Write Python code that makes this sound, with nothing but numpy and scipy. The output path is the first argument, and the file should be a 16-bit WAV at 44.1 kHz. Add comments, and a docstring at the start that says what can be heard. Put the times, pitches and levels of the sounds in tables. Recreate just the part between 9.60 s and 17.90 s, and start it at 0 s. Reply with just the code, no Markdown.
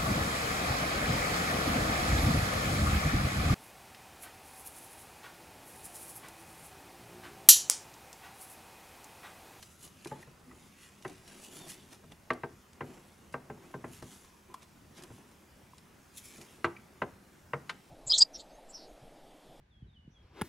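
"""Knocks and soft bumps ring a bench top and a flux tin during soldering, some with a low ring or thump.
Gloves rub, tick, chirp and whistle as they slip on the iron's handle. A headband and cable drag and
judder over a silicone mat, and flux sizzles faintly on the hot tip.
A small room answers; its air, a faint hum and microphone hiss lie underneath."""
import sys
import numpy as np
from scipy import signal
from scipy.fft import rfft, irfft, next_fast_len
from scipy.io import wavfile
from scipy.ndimage import uniform_filter1d, map_coordinates

SR = 44100
rng = np.random.default_rng(int(sys.argv[2]) if len(sys.argv) > 2 else 0)


def waveform_to_disk(signal):
    """Save audio, clipped to [-1, 1], as 16-bit WAV at the path in sys.argv[1]."""
    frames = np.transpose(np.atleast_2d(signal))
    scaled = np.clip(frames, -1, 1) * 32767
    samples = np.round(scaled).astype(np.int16)
    wavfile.write(sys.argv[1], SR, samples)


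N = 366030


def amp(db):
    """Decibels to gain."""
    return 10 ** (np.asarray(db) / 20)


def unit(x):
    """Scale to rms 1."""
    return x / np.sqrt(np.mean(x ** 2) + 1e-20)


def along(points, hz):
    """Read (freq_hz, value) points on a log axis."""
    freqs_hz, values = np.transpose(points)
    return np.interp(np.log(hz + 1), np.log(freqs_hz + 1), values)


def wobble(rate_hz):
    """Smooth random curve, rate_hz knots a second."""
    knots = rng.standard_normal(int(N * rate_hz / SR) + 4)
    return map_coordinates(knots, [np.arange(N) * rate_hz / SR])


def filtered(x, response):
    """Zero-phase filter with gain response(hz)."""
    n = x.shape[-1]
    size = next_fast_len(n + SR // 4)
    return irfft(rfft(x, size) * response(np.fft.rfftfreq(size, 1 / SR)), size)[..., :n]


def coloured(x, points, size=4096):
    """Minimum-phase filter from (freq_hz, gain_db) points: nothing sounds before an attack."""
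    gain = amp(along(points, np.fft.rfftfreq(size, 1 / SR)))
    cepstrum = irfft(np.log(gain))
    cepstrum[1:size // 2] *= 2
    cepstrum[size // 2 + 1:] = 0
    impulse = irfft(np.exp(rfft(cepstrum)))
    return signal.fftconvolve(x, impulse[None], axes=1)[:, :x.shape[1]]


def add(track, start_s, sound):
    """Mix a sound into the track."""
    part = track[:, max(round(start_s * SR), 0):][:, :sound.shape[-1]]
    part += sound[..., :part.shape[1]]


# Stereo width of near sounds: freq_hz, side_over_mid_db
NEAR_WIDTH = [(100, -38), (400, -9), (1000, -11), (4000, -13), (14000, -14)]

def stereo_noise(n, width=NEAR_WIDTH):
    """White noise on two close microphones."""
    mid, side = rng.standard_normal((2, n))
    side = filtered(side, lambda hz: amp(along(width, hz)))
    return np.array([mid + side, mid - side])


def dying_noise(t60s, width, size=128):
    """Half a second of stereo noise, each frequency decaying at its own rate."""
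    hz, t, spectrum = signal.stft(stereo_noise(SR // 2, width), SR, nperseg=size)
    decay = amp(-60 * t / along(t60s, hz)[:, None])
    return signal.istft(spectrum * decay, SR, nperseg=size)[1][:, :SR // 2]


def patchy(x, depth_db, size=1024):
    """Moving hands shift the reflections: peaks and dips drift through the spectrum."""
    spectrum = signal.stft(x, nperseg=size)[2]
    field = uniform_filter1d(rng.standard_normal(spectrum.shape[1:]), size=5, axis=0)
    field = uniform_filter1d(field, size=9, axis=1)
    return signal.istft(spectrum * amp(depth_db * unit(field)), nperseg=size)[1][:, :x.shape[1]]


def friction(tone, grain_db, grain_hz):
    """Countless tiny slips of uneven size, coloured by the surface."""
    slips = stereo_noise(N) * amp(grain_db * wobble(grain_hz))
    return unit(coloured(slips, tone))


def stroke(peak_s, length_s, release_ratio=1.21, roundness=1.17):
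    """A hand speeds up until peak_s, then slows a little more gently."""
    offset = 2 * (np.arange(N) / SR - peak_s) / length_s
    return np.exp(-np.maximum(-offset, offset / release_ratio) ** roundness)


# Room decay: freq_hz, t60_s
ROOM_DECAY = [(120, 0.86), (500, 0.26), (2000, 0.56), (5000, 0.5), (12000, 0.063)]
# Room stereo width: freq_hz, side_over_mid_db
ROOM_SPREAD = [(60, -25), (200, -10), (700, -3), (2400, -6), (8000, -11)]

def in_room(x, wet_db, build_s=0.0016):
    """Direct sound plus a diffuse small-room tail."""
    t = np.arange(SR // 2) / SR
    tail = dying_noise(ROOM_DECAY, ROOM_SPREAD) * (1 - np.exp(-t / build_s))
    tail /= np.linalg.norm(tail[0])
    return x + amp(wet_db) * signal.fftconvolve(x, tail, axes=1)[:, :x.shape[1]]


# Air and hiss spectrum: freq_hz, gain_db
AIR_SPECTRUM = [(20, -20), (70, -4.5), (113, -5.5), (246, -8.5), (334, -12.5), (634, -19), (1000, -18),
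                (1420, -19.5), (2350, -23.5), (4300, -29.5), (5500, -27), (9000, -31), (15600, -34.5)]
# Room hum: pitch_hz, rms_db
HUM_TONES = [(80.7, -73.5), (199.5, -73)]

def room_air(air_db=-60.5):
    """Air noise and microphone hiss, with a slightly unsteady hum."""
    t = np.arange(N) / SR
    hum = sum(np.sqrt(2) * amp(rms_db) * np.sin(2 * np.pi * pitch_hz * t + 0.64 * wobble(3.2))
              for pitch_hz, rms_db in HUM_TONES)
    air = coloured(stereo_noise(N, ROOM_SPREAD), AIR_SPECTRUM)
    return amp(air_db) * unit(patchy(air, depth_db=2.0)) + hum


# Rub and sizzle spectrum: freq_hz, gain_db
HISS_SPECTRUM = [(400, -31), (1000, -6.5), (1850, -1), (2150, -0.5), (2700, 3), (4800, -2.5), (6600, 0),
                 (9400, -4), (10200, 0.5), (11400, -3), (12600, -12.5), (15500, -16)]
# Glove and cable strokes: peak_s, length_s, level_db, tilt_db (added to treble, taken from bass)
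RUBS = [(0.027, 0.24, -62.5, 5.5), (0.244, 0.059, -53.5, 6), (0.472, 0.19, -59, -1),
        (0.621, 0.033, -63, 7.5), (1.012, 0.25, -65.5, -0.5), (1.235, 0.12, -58, -2),
        (1.524, 0.28, -63, -2), (1.724, 0.11, -57, -1.5), (1.844, 0.076, -52.5, 5.5),
        (1.975, 0.099, -50, 2.5), (2.103, 0.063, -48.7, 3), (2.212, 0.2, -63, -3),
        (2.333, 0.042, -56, -1.5), (2.522, 0.013, -60, -9), (4.345, 0.13, -57.5, 1.5), (4.53, 0.2, -58, 2),
        (5.03, 0.021, -59.5, -6), (5.381, 0.035, -55.5, -6.5), (5.545, 0.37, -68.5, 2.5),
        (6.578, 0.04, -55, 11.5), (6.658, 0.061, -57.5, 10.5), (6.782, 0.28, -57.5, 0)]

def rub_and_sizzle(resting_db=-75, split_hz=5500):
    """Sliding gloves and cable share one hiss with the flux; each stroke has its level and brightness."""
    gestures = [(amp(level_db) * stroke(peak_s, length_s), tilt_db)
                for peak_s, length_s, level_db, tilt_db in RUBS]
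    gestures += flux_boils()
    hiss = patchy(friction(HISS_SPECTRUM, grain_db=2, grain_hz=450), depth_db=3.0)
    hiss *= amp(wobble(22))  # spurts
    treble = filtered(hiss, lambda hz: hz ** 2 / (hz ** 2 + split_hz ** 2))
    resting_power = amp(resting_db) ** 2  # gloves never lie quite still
    treble_power = resting_power + sum((gain * amp(tilt_db)) ** 2 for gain, tilt_db in gestures)
    bass_power = resting_power + sum((gain * amp(-tilt_db)) ** 2 for gain, tilt_db in gestures)
    return treble * np.sqrt(treble_power) + (hiss - treble) * np.sqrt(bass_power)


# Tick spectrum: freq_hz, gain_db
TICK_SPECTRUM = [(500, -5.5), (1500, -1), (2800, 2.5), (6000, 0.5), (10500, -2.5), (13000, -12),
                 (16000, -42)]
# Glove, cable and wire ticks: start_s, level_db (before trim_db), t60_s
TICK_EVENTS = [(0.027, -36, 0.049), (0.2763, -45, 0.025), (0.4473, -34.5, 0.03), (0.4717, -35, 0.049),
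               (1.4238, -43, 0.024), (1.4498, -44, 0.015), (1.479, -41, 0.04), (1.4962, -43.5, 0.042),
               (1.677, -44.5, 0.073), (2.5177, -56, 0.017), (2.733, -41.5, 0.035), (3.132, -44.5, 0.017),
               (3.341, -49, 0.031), (3.725, -49.5, 0.13), (4.425, -44, 0.061), (4.6468, -47.5, 0.035),
               (4.941, -38.5, 0.045), (5.4233, -42, 0.037), (5.436, -36.5, 0.031), (6.181, -45, 0.04),
               (6.8132, -39, 0.057), (8.0956, -45.5, 0.045)]

def ticks(trim_db=-8, rise_s=0.00014):
    """A slipping glove or springing wire lets go in a tiny bright burst."""
    track, t = np.zeros((2, N)), np.arange(SR // 8) / SR
    attack = 1 - np.exp(-t / rise_s)
    for start_s, level_db, t60_s in TICK_EVENTS:
        burst = unit(coloured(stereo_noise(len(t)), TICK_SPECTRUM))
        add(track, start_s, burst * attack * amp(level_db + trim_db - 60 * t / t60_s))
    return in_room(patchy(track, depth_db=2.5), wet_db=-20)


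# Mat scuff spectrum: freq_hz, gain_db
SCUFF_SPECTRUM = [(40, -9), (80, -26), (150, 2), (250, 2.5), (300, -8), (355, 2.5), (450, -7), (900, -7),
                  (1500, -15), (2500, -18), (4000, -34), (8000, -65)]
# Drags on the mat: peak_s, length_s, level_db
MAT_DRAGS = [(0.255, 0.044, -57.5), (0.56, 0.18, -57), (0.928, 0.089, -58.5), (1.51, 0.077, -53.5),
             (1.756, 0.38, -58), (2.02, 0.25, -54.5), (2.33, 0.04, -56.5), (2.521, 0.03, -54),
             (3.307, 0.26, -55), (4.02, 0.53, -57), (4.27, 0.08, -55.5), (4.53, 0.1, -61),
             (4.902, 0.052, -57.5), (5.438, 0.14, -55.5), (5.597, 0.5, -62.5), (6.81, 0.38, -61.5),
             (7.15, 0.94, -64), (8.12, 0.15, -59.5)]

def mat_drags(resting_db=-69, judder_hz=330, bandwidth_hz=166, judder_equal_db=-53.5):
    """The mat passes a dull scuff to the bench; the firmer the drag, the more the rubber judders."""
    power = sum((amp(level_db) * stroke(peak_s, length_s)) ** 2
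                for peak_s, length_s, level_db in MAT_DRAGS)
    drag = np.sqrt(amp(resting_db) ** 2 + power)  # hands lean on the mat throughout
    band = filtered(stereo_noise(N), lambda hz: 1 / (1 + (2 * (hz - judder_hz) / bandwidth_hz) ** 4))
    judder = unit(band) * drag / amp(judder_equal_db)
    scuff = friction(SCUFF_SPECTRUM, grain_db=2.24, grain_hz=90)
    return drag * (scuff + judder)


# Knock bands: edge_hz
BAND_EDGES_HZ = [90, 300, 700, 1400, 2500, 6000]
# Balance of an ordinary knock: freq_hz, band_db
KNOCK_BALANCE = [(165, -5.5), (460, -1), (990, -0.5), (1870, -2.7), (3870, -15)]

def voiced(blow, strength_db, hardness_db_per_oct, ordinary_db=-36.5, brightening_per_oct=0.24):
    """Set a knock's band levels in its first 30 ms; firmer contacts are shorter, so brighter."""
    count = round(0.03 * SR)
    edges_hz = np.array(BAND_EDGES_HZ)
    centres_hz = np.sqrt(edges_hz[1:] * edges_hz[:-1])
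    octaves = np.log2(centres_hz / 1000)
    tilt_db_per_oct = brightening_per_oct * (strength_db - ordinary_db) + hardness_db_per_oct
    goal_db = strength_db + along(KNOCK_BALANCE, centres_hz) + tilt_db_per_oct * octaves
    for _ in range(2):
        power = 2 * np.abs(rfft(blow.mean(0)[:count], SR)) ** 2 / (SR * count)  # 1 Hz bins
        band_db = 10 * np.log10(np.add.reduceat(power, edges_hz)[:-1])
        blow = coloured(blow, list(zip(centres_hz, goal_db - band_db)))
    return blow


# Modes of bench and tin: freq_hz, middle_hit_db, rim_hit_db
MODES = [(68, -21, -10.5), (139.7, -10.5, -5.5), (184, -17, -20), (249.8, -9, -11.5), (343.3, -9, -7.5),
         (403, -6, -7.5), (431, -5.5, -6.5), (474, 2, -7.5), (576, -26, 0), (645, -7, -2), (798, -17, 6),
         (933, 2, 5), (1039, -8.5, 14), (1164, 4, -11), (1240, -10, -4), (1297, -1, -3), (1404, -19, -1.5),
         (1565, 0, -3), (1830, 1.5, -13), (2020, 8, -3), (2720, -12, -3.5), (4060, -13, -25)]
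# Mode decay: freq_hz, t60_s
MODE_DECAY = [(140, 0.18), (345, 0.22), (480, 0.12), (1000, 0.063), (1560, 0.074), (2000, 0.015),
              (3900, 0.0083)]
# Dense ringing between the modes: freq_hz, gain_db
CLATTER_SPECTRUM = [(30, -28), (70, 4), (130, -2.5), (450, -6), (1100, 7), (2000, -3), (2700, -15),
                    (4000, -28), (6000, -37.5), (11000, -45), (16000, -81)]
# Clatter decay: freq_hz, t60_s
CLATTER_DECAY = [(150, 0.35), (500, 0.32), (1200, 0.045), (2500, 0.074), (6000, 0.061)]
# Clatter stereo width: freq_hz, side_over_mid_db
CLATTER_SPREAD = [(100, -38), (700, -11.5), (4000, -12.5)]
# Knocks and soft bumps on the bench: start_s, strength_db, hardness_db_per_oct, place (0 middle, 1 rim)
BENCH_KNOCKS = [(0.456, -54, 2, 0.96), (0.513, -53.5, -0.4, 0.093), (0.672, -68.5, 0.5, 0.9),
                (1.449, -46, 3.7, 1), (2.436, -67, 1.6, 0.53), (2.7034, -33, 0.3, 0.13),
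                (2.834, -41.5, 0.4, 0.55), (3.207, -43, 0.8, 1), (3.74, -41, 0.9, 0.64),
                (3.899, -49, 0.5, 1), (4.14, -46.5, 0.2, 0.94), (4.241, -48, 0, 0.81), (4.423, -56, 0, 0.7),
                (5.501, -64.5, 0, 0.88), (6.781, -69.5, 0, 0.72), (7.0434, -31.5, 0.3, 0.17),
                (7.418, -35.5, -0.1, 0.78), (7.933, -37, 0.2, 0.96), (8.094, -44.5, 9.5, 0.62)]

def bench_knocks(clatter_db=-7, clatter_rise_s=0.0008, scatter_db=4.5, detune=0.0043,
                 yield_s=0.0012, seat_s=0.0039, seat_width_s=0.00061):
    """Each contact rings the modes of bench and tin according to its place, over a brief clatter."""
    track, t = np.zeros((2, N)), np.arange(SR // 2) / SR
    mode_hz, middle_db, rim_db = np.transpose(MODES)[:, :, None]
    signs = (-1) ** np.arange(len(MODES))[:, None]  # neighbouring modes start opposed
    decay = signs * amp(-60 * t / along(MODE_DECAY, mode_hz))
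    # the contact yields, then seats on the bench
    seating = 1 + 0.21 * np.exp(-((t - seat_s) / seat_width_s) ** 2)
    swell = (1 - np.exp(-t / yield_s)) * seating
    for start_s, strength_db, hardness_db_per_oct, place in BENCH_KNOCKS:
        scatter, shift = rng.standard_normal((2, len(MODES), 1))
        mode_db = middle_db + place * (rim_db - middle_db) + scatter_db * scatter
        ring = (amp(mode_db) * decay * np.sin(2 * np.pi * mode_hz * (1 + detune * shift) * t)).sum(0)
        clatter = dying_noise(CLATTER_DECAY, CLATTER_SPREAD) * (1 - np.exp(-t / clatter_rise_s))
        clatter = coloured(clatter, CLATTER_SPECTRUM)
        blow = swell * (unit(ring) + amp(clatter_db) * unit(clatter))
        blow = coloured(blow, [(25, 2), (60, -16), (120, 1.5)])  # a small board radiates little bass
        add(track, start_s, voiced(in_room(blow, wet_db=-22.5), strength_db, hardness_db_per_oct))
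    return track * amp([[0.35], [-0.35]])  # slightly left


# Short pitched tones: start_s, peak_db, pitch_hz, length_s
SHORT_TONES = [(0.457, -38.5, 357, 0.02), (.514, -37.5, 866, 0.036), (.515, -42.5, 570, 0.031),
               (0.55, -58, 890, 0.033), (0.628, -46.5, 1840, 0.0097), (0.868, -51, 249, 0.087),
               (0.91, -53, 1250, 0.018), (0.911, -55, 1960, 0.012), (1.453, -36, 376, 0.032),
               (1.454, -42.5, 139, 0.028), (4.895, -57.5, 1007, 0.083), (4.9425, -34.5, 1005, 0.0077),
               (6.134, -46.5, 1010, 0.0068), (7.1645, -45, 2320, 0.012)]

def rings_and_chirps(overtone_db=-22, steady_jitter=0.038, onset_jitter=0.12, settle_s=0.0045):
    """Low rings and thumps under the knocks, and small glove chirps; the first cycles are ragged."""
    track, t = np.zeros((2, N)), np.arange(SR // 4) / SR
    depth = steady_jitter + onset_jitter * np.exp(-t / settle_s)
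    for start_s, peak_db, pitch_hz, length_s in SHORT_TONES:
        jitter = unit(uniform_filter1d(rng.standard_normal(len(t)), size=24))
        phase = 2 * np.pi * np.cumsum(pitch_hz * (1 + depth * jitter)) / SR
        tone = np.sin(phase) + amp(overtone_db) * np.sin(2 * phase)
        age = 4 * t / length_s
        add(track, start_s, amp(peak_db) * age * np.exp(1 - age) * tone)
    return in_room(track, wet_db=-16)


# Glove whistle contour: time_s, pitch_hz, level_db
WHISTLE_PATH = [(1.89, 3230, -95), (1.93, 3320, -64), (1.97, 3450, -65), (2.01, 3620, -57),
                (2.04, 3560, -57), (2.07, 3430, -63), (2.1, 3400, -95)]

def glove_whistle(jitter=0.013):
    """A sliding glove whistles thinly."""
    t = np.arange(N) / SR
    times_s, pitches_hz, levels_db = np.transpose(WHISTLE_PATH)
    pitch_hz = np.interp(t, times_s, pitches_hz) * (1 + jitter * wobble(700))
    level_db = np.interp(t, times_s, levels_db)
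    sounding = level_db > level_db.min() + 1
    return amp(level_db) * np.sin(2 * np.pi * np.cumsum(pitch_hz) / SR) * sounding


# Hot tip touching flux: start_s, level_db
FLUX_TOUCHES = [(3.21, -66.5), (3.9, -72), (7.93, -74)]

def flux_boils(rise_s=0.13, tilt_db=-1):
    """Flux boils up on the hot tip and dies away: one (hiss envelope, tilt_db) per touch."""
    t = np.arange(N) / SR
    boils = []
    for start_s, level_db in FLUX_TOUCHES:
        age = np.maximum(t - start_s, 0) / rise_s
        boils.append((amp(level_db) * age * np.exp(1 - age), tilt_db))
    return boils


def scene():
    """All bench sounds over the room's air."""
    contacts = bench_knocks() + ticks() + rings_and_chirps()
    handling = in_room(glove_whistle() + rub_and_sizzle(), wet_db=-25)
    return contacts + handling + mat_drags() + room_air()


def record(dry, top_hz=15780):
    """Brick-wall low-pass."""
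    return filtered(dry, lambda hz: hz < top_hz)


dry = scene()
out = record(dry)
waveform_to_disk(out)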